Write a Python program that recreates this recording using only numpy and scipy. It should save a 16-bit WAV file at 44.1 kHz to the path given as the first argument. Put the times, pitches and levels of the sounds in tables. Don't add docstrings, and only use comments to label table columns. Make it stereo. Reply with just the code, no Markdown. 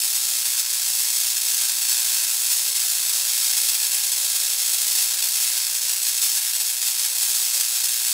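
import sys
import numpy as np
from scipy import signal
from scipy.fft import rfft, irfft, next_fast_len
from scipy.io import wavfile
from scipy.ndimage import uniform_filter1d

SR = 44100
rng = np.random.default_rng(int(sys.argv[2]) if len(sys.argv) > 2 else 0)


def materialize(psi):
    bounded = np.clip(np.atleast_2d(psi).T, -1, 1)
    quanta = np.round(bounded * 32767).astype(np.int16)
    wavfile.write(sys.argv[1], SR, quanta)


N = 358524

# pitch_hz, level_db (rms)
HUM_LINES = [(180, -87.5), (240, -90), (300, -75), (360, -74), (540, -65)]
# time_s, level_db (rms)
LOW_HUM_LEVEL = [(0.0, -90), (0.32, -84), (0.38, -103), (0.61, -78), (0.84, -108), (0.88, -83), (1.81, -84),
                 (2.2, -76), (2.24, -101), (2.35, -76), (3.21, -80), (3.28, -109), (3.37, -79), (4.94, -83),
                 (4.98, -73), (5.3, -87), (6.29, -81), (6.36, -110), (6.52, -87), (7.88, -80), (8.04, -110),
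                 (8.13, -86)]
LOW_HUM_HZ = 120
HUM_WAVER_DB, LOW_HUM_WAVER_DB, HUM_ROUGH_TURNS = 4.5, 1.8, .16
FLOOR_DB, FLOOR_PATCHY_DB = -86.5, 20

# centre_s, pitch_hz, peak_db, length_s (between 1/e points)
SOFT_BUMPS = [(5.01, 85, -69, .08), (5.34, 50, -74, .06)]

# delay_ms, left_gain, right_gain (relative)
BENCH_ECHOES = [(0.0, 1.14, 1.16), (0.215, 0.44, 0.35), (0.42, 0.23, 0.15), (0.519, 0.24, 0.29),
                (0.944, -0.2, -0.32), (1.032, -0.17, -0.4), (1.154, 0.32, 0.53), (1.426, -0.26, -0.23),
                (1.562, 0.22, 0.22), (1.967, -0.41, -0.42), (2.117, -0.5, -0.42), (2.304, 0.3, 0.33),
                (2.443, 0.19, 0.27), (2.8, 0.21, 0.34), (3.03, 0.26, 0.24), (3.645, 0.27, 0.24),
                (4.785, -0.18, -0.21), (6.276, -0.18, -0.2)]
# pitch_hz, side_minus_mid_db
DIFFUSE_SIDE = [(100, -8), (300, -11), (600, -9), (1300, -12), (1800, -5), (2400, 2), (4400, -4.5),
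                (8000, -5), (15000, -4.5)]
# pitch_hz, side_minus_mid_db
STEREO_WIDTH = [(60, -10), (200, -11), (380, -15), (700, -14), (1290, -11), (1650, -14), (2300, -1),
                (3800, -3), (4700, -8), (8100, -8), (15000, -8)]
# pitch_hz, left_minus_right_db
STEREO_BALANCE = [(1500, -.2), (2400, -1.2), (4000, -.2)]
# pitch_hz, width_hz, level_db
RESONANCES = [(325, 71, 9.5), (383, 26, 6), (426, 50, -21), (520, 320, 0), (635, 26, -12.5), (840, 71, 5.5),
              (1075, 43, 3), (1485, 49, -1.5), (1581, 155, 6.5), (2270, 170, 3.5), (2312, 44, -15.5),
              (2640, 130, 2.5), (2982, 110, -9.5), (3110, 56, 2), (4100, 43, -5.5), (4415, 230, 3.5),
              (5360, 140, 5), (5640, 92, -8.5), (6820, 250, 0), (6840, 80, 2.5), (7855, 240, 7),
              (7970, 75, -8), (8300, 120, 2), (8520, 120, -5), (9620, 270, 3.5), (12300, 100, -1),
              (13700, 550, 5.5)]
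# pitch_hz, level_db
CRACK_SPECTRUM = [(40, -80), (100, -70), (240, -50), (290, -43), (500, -24), (1000, -20), (1500, -18),
                  (2000, -14), (3000, -7.5), (4500, -4.5), (6000, -3), (8000, -3), (10000, -3), (12000, -6),
                  (14000, -8.5), (15700, -8)]
CLUTTER_DB, CLUTTER_T60_S = -28, .045
ROOM_DB, ROOM_T60_S = -23.5, .18
DIFFUSE_RISE_S = .001
SPOTS = 8
SPOT_SHARE, TAIL_SPOT_SHARE = .6, .3
MODE_SHIFT, MODE_DEPTH_SPREAD = .15, .15
EVEN_HZ = 160
COLOUR_HZ = (160, 230, 330, 470, 680, 1000, 1500, 2300, 3500, 5500, 9000)
COLOUR_DRIFT_DB, BASS_DRIFT_DB, BASS_HZ = .4, 7, 300

MAINS_HZ = 60.015
# first_half_ms, second_half_ms
BREAKDOWN_MS = (1.65, 12.55)
# time_s, power_db
GAP_POWER = [(0, -19.5), (.3, -21.5), (.55, -20), (.8, -21), (1.1, -20), (1.45, -19.5), (1.75, -20),
             (2.1, -19), (2.5, -20), (2.9, -20), (3.2, -19.5), (3.55, -19), (3.85, -19), (4.1, -20.5),
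             (4.4, -20), (4.7, -19), (4.9, -19), (5.2, -20), (5.6, -20.5), (5.9, -20.5), (6.2, -20.5),
             (6.5, -21), (6.8, -20.5), (7.1, -19), (7.4, -20), (7.8, -21), (8.13, -19.5)]
# time_s, lag_ms
STRIKE_LAG = [(0, .3), (.8, .1), (4.9, 0), (5.05, 1.4), (5.25, 2.6), (5.45, .4), (5.6, 0), (7.6, .2),
              (7.85, 2.0), (8.0, .3), (8.13, .3)]
# start_s, length_s, rise_db
FLURRY_SPELLS = [(.033, 0.029, 1), (.142, 0.028, 1.5), (.267, .03, 1), (.45, 0.023, 1.5),
                 (.567, 0.029, 2.5), (.765, 0.018, 0.5), (.9, .02, -0.5), (.983, 0.026, 2),
                 (1.57, 0.079, 0.5), (1.883, 0.047, 2), (1.966, 0.015, 0), (2.499, 0.04, 2.5),
                 (2.749, 0.016, 3), (2.8, .035, 1), (3.43, 0.037, 0.9), (3.53, 0.037, 0.1),
                 (3.566, 0.014, 2), (3.682, 0.016, 2.5), (3.74, 0.02, 1), (3.916, 0.054, 1),
                 (4.032, 0.013, 1.5), (4.065, 0.019, 1), (4.115, .017, 1.5), (4.345, 0.018, 2),
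                 (4.95, 0.027, 2.6), (4.98, 0.059, 2.5), (5.215, 0.044, 2), (5.332, 0.045, 1.5),
                 (5.4, 0.045, 2), (5.51, .03, 1), (5.565, 0.015, 1.5), (6.05, 0.043, 1.5),
                 (6.215, 0.043, 3), (6.282, 0.052, 1), (6.348, 0.035, 2.5), (6.54, 0.023, 2.5),
                 (6.598, 0.026, 1.5), (6.81, .02, 1), (6.848, 0.043, 1.5), (7.198, 0.031, 1),
                 (7.348, 0.046, 1), (7.531, 0.046, 2), (7.598, 0.014, 3), (7.748, 0.029, 1.5),
                 (7.831, 0.032, 2), (8.065, 0.034, 1)]
# start_s, length_s, drop_db
DIP_SPELLS = [(.49, 0.045, 0.5), (.55, 0.024, 3), (.617, 0.073, 2.5), (1.316, 0.046, 2), (1.383, 0.024, 5),
              (1.7, 0.091, 1.5), (2.249, 0.04, 2), (2.349, 0.039, 1.5), (2.616, 0.039, 0.5),
              (2.699, 0.064, 2), (2.849, 0.029, 0.5), (2.999, 0.037, 1), (3.215, 0.027, 2),
              (3.71, 0.027, 1.5), (3.766, 0.025, 3), (3.866, 0.044, 2.5), (3.966, 0.063, 1),
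              (4.549, 0.034, 3), (4.76, 0.029, 3), (5.099, 0.032, 0), (5.14, 0.041, 1.5), (5.449, .033, 0),
              (5.682, 0.045, 2), (5.782, 0.05, 2), (5.948, 0.074, 1.5), (6.098, 0.06, 1),
              (6.715, 0.09, 2.5), (6.915, 0.055, 2.5), (7.065, 0.089, 3.3), (7.498, 0.028, 0),
              (7.681, 0.049, 0.5), (7.798, 0.025, -0.5), (7.948, 0.099, 1)]
POWER_SCATTER_DB = .49
SPARKS_PER_CYCLE, SPARKS_SCATTER = 3.0, .6
SPARKS_FOLLOW_POWER = .6
FLURRY_SPARKS_PER_DB = 1.7
RESTRIKE_MS, RESTRIKE_SPREAD = 1.25, .45
STRIKE_JITTER_MS = .26
SIZE_SCATTER_DB, RESTRIKE_DB = 1.2, -1.6
SPOT_STAY = .4
SPOT_MOVES_PER_S = 6

TOP_HZ = 15720
CEILING = 1.1


def undb(db):
    return 10 ** (np.asarray(db) / 20)


def curve(table, s):
    return np.interp(s, *np.transpose(table))


def colour(table, hz):
    f, db = np.transpose(table)
    return undb(np.interp(np.log(hz + 1), np.log(f), db))


def clicks(s, size, count):
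    out = np.zeros(count)
    at = np.round(s * SR).astype(int)[:, None] + np.arange(-8, 9)
    off = at - s[:, None] * SR
    pulse = size[:, None] * np.sinc(off) * np.cos(np.pi * off / 18) ** 2
    inside = (at >= 0) & (at < count)
    np.add.at(out, at[inside], pulse[inside])
    return out


def walk(rate):
    step = int(SR / rate)
    held = np.repeat(rng.standard_normal(N // step + 1), step)
    return uniform_filter1d(held, step)[:N]


def spells(table, s):
    start, length, db = np.transpose(table)[..., None]
    inside_s = length / 2 - abs(s - start - length / 2)
    return (db * np.clip(inside_s * MAINS_HZ + .5, 0, 1)).sum(axis=0)


def low_noise():
    air = 0
    for lo, hi in ((45, 90), (90, 140), (140, 200), (200, 270)):
        band = signal.butter(3, [lo, hi], "band", fs=SR, output="sos")
        mid, side = signal.sosfilt(band, rng.standard_normal((2, N)))
        stereo = (mid + .17 * side * np.array([[1], [-1]])) / mid.std()
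        level_db = FLOOR_PATCHY_DB * np.minimum(walk(11), 0)
        if lo < 90:
            level_db = level_db - 9
        air = air + undb(level_db) * stereo
    return undb(FLOOR_DB) * air


def hum():
    t = np.arange(N) / SR
    lines = 0
    for hz, db in HUM_LINES:
        level = undb(db + HUM_WAVER_DB * np.minimum(walk(8.4), .8))
        lines = lines + level * np.sin(2 * np.pi * (hz * t + HUM_ROUGH_TURNS * walk(30)))
    level = undb(curve(LOW_HUM_LEVEL, t) + LOW_HUM_WAVER_DB * walk(9.1))
    low_line = level * np.sin(2 * np.pi * (LOW_HUM_HZ * t + HUM_ROUGH_TURNS * walk(20)))
    return np.sqrt(2) * (lines + low_line)


def bumps():
    t = np.arange(N) / SR
    out = 0
    for centre, hz, db, length in SOFT_BUMPS:
        swell = np.exp(-(2 * (t - centre) / length) ** 2)
        out = out + undb(db) * swell * np.sin(2 * np.pi * hz * t)
    return out


def diffuse(count, clutter_share, tail_share):
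    age = np.arange(count) / SR
    clutter = np.sqrt(clutter_share) * undb(CLUTTER_DB - 60 * age / CLUTTER_T60_S)
    tail = np.sqrt(tail_share) * undb(ROOM_DB - 60 * age / ROOM_T60_S)
    rise = np.clip(age / DIFFUSE_RISE_S, 0, 1) ** 2
    mid, side = rfft((clutter + tail) * rise * rng.standard_normal((2, count)))
    side = side * colour(DIFFUSE_SIDE, np.fft.rfftfreq(count, 1 / SR))
    return np.array([mid + side, mid - side])


def crack(hz, shift, depth):
    modes_db = 0
    for (f, width, db), a, b in zip(RESONANCES, shift, depth):
        modes_db = modes_db + b * db / (1 + (2 * (hz - f - a * width) / width) ** 2)
    return 1j * colour(CRACK_SPECTRUM, hz) * undb(modes_db)


def sizzle_drift(spectra, hz, count, lead):
    out = 0
    for f, corner in zip(COLOUR_HZ, np.eye(len(COLOUR_HZ))):
        band = np.interp(np.log(hz + 1), np.log(COLOUR_HZ), corner)
        drift_db = BASS_DRIFT_DB if f < BASS_HZ else COLOUR_DRIFT_DB
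        sound = irfft(spectra * band, count)[:, lead:lead + N]
        out = out + undb(drift_db * walk(10)) * sound
    return out


def room(trains):
    count = next_fast_len(N + SR)
    hz = np.fft.rfftfreq(count, 1 / SR)
    ms, left, right = np.transpose(BENCH_ECHOES)
    lead = 16
    early = rfft([clicks(lead / SR + ms / 1000, g, count) for g in (left, right)])
    common = early + diffuse(count, 1 - SPOT_SHARE, 1 - TAIL_SPOT_SHARE)
    paths = []
    for _ in trains:
        left, right = common + diffuse(count, SPOT_SHARE, TAIL_SPOT_SHARE)
        paths.append(np.array([left + right, left - right]))

    width = int(EVEN_HZ / hz[1])
    power = sum(abs(p) ** 2 for p in paths)
    broad = uniform_filter1d(uniform_filter1d(power, width), width)

    shift, depth = rng.standard_normal((2, len(trains), len(RESONANCES)))
    out = 0
    for train, path, a, b in zip(trains, paths, shift, depth):
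        colouring = crack(hz, MODE_SHIFT * a, 1 + MODE_DEPTH_SPREAD * b)
        out = out + rfft(train, count) * path * colouring
    mid, side = out / np.sqrt(broad)
    side = side * colour(STEREO_WIDTH, hz)
    out = np.array([mid + side, mid - side])
    out = out * colour(STEREO_BALANCE, hz) ** np.array([[.5], [-.5]])
    out = sizzle_drift(out, hz, count, lead)
    return out * np.sqrt(np.mean(sum(trains) ** 2) / np.mean(out ** 2))


def sparks():
    cycles = int(N / SR * MAINS_HZ) + 1
    start = np.arange(cycles) / MAINS_HZ
    middle = start + .5 / MAINS_HZ
    lag = curve(STRIKE_LAG, start) / 1000
    flurry_db = spells(FLURRY_SPELLS, middle)
    power_db = curve(GAP_POWER, middle) + flurry_db - spells(DIP_SPELLS, middle)
    power_db = power_db + POWER_SCATTER_DB * rng.standard_normal(cycles)

    total = SPARKS_PER_CYCLE * undb(SPARKS_FOLLOW_POWER * (power_db - power_db.mean()))
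    total = np.clip(np.round(total + SPARKS_SCATTER * rng.standard_normal(cycles)), 2, 5)
    flurry_total = np.round(SPARKS_PER_CYCLE + FLURRY_SPARKS_PER_DB * flurry_db) * (flurry_db > 1)
    total = np.maximum(total, flurry_total).clip(2, 12)
    count = np.stack([np.ceil(total / 2), np.floor(total / 2)], axis=1)

    early = (count[:, 1] - 1) * RESTRIKE_MS / 3000
    first = np.array(BREAKDOWN_MS) / 1000 + np.stack([lag, -lag - early], axis=1)
    time_chance, size_chance = rng.standard_normal((2, cycles, 2, 6))
    wait = RESTRIKE_MS / 1000 * np.exp(RESTRIKE_SPREAD * time_chance)
    wait[..., 0] = STRIKE_JITTER_MS / 1000 * time_chance[..., 0]
    s = start[:, None, None] + first[..., None] + np.cumsum(wait, axis=2)

    order = np.arange(6)
    fires = order < count[..., None]
    size = undb(SIZE_SCATTER_DB * size_chance + RESTRIKE_DB * (order > 0)) * fires
    spent = uniform_filter1d((size ** 2).sum(axis=(1, 2)), size=3)
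    size = size * (undb(power_db) / np.sqrt(spent))[:, None, None]

    settled = rng.integers(0, SPOTS, cycles)[(start * SPOT_MOVES_PER_S).astype(int), None, None]
    stays = rng.random(s.shape) < SPOT_STAY
    spot = np.where(stays, settled, rng.integers(0, SPOTS, s.shape))
    spot = np.where(fires, spot, -1)
    scale = np.sqrt(SR / MAINS_HZ)
    return [clicks(s[spot == k], size[spot == k], N) * scale for k in range(SPOTS)]


def scene():
    return low_noise() + hum() + bumps() + room(sparks())


def record(dry):
    rounded = CEILING * np.tanh(dry / CEILING)
    lowpass = signal.ellip(14, .2, 80, TOP_HZ, fs=SR, output="sos")
    return signal.sosfilt(lowpass, rounded)


dry = scene()
out = record(dry)
materialize(out)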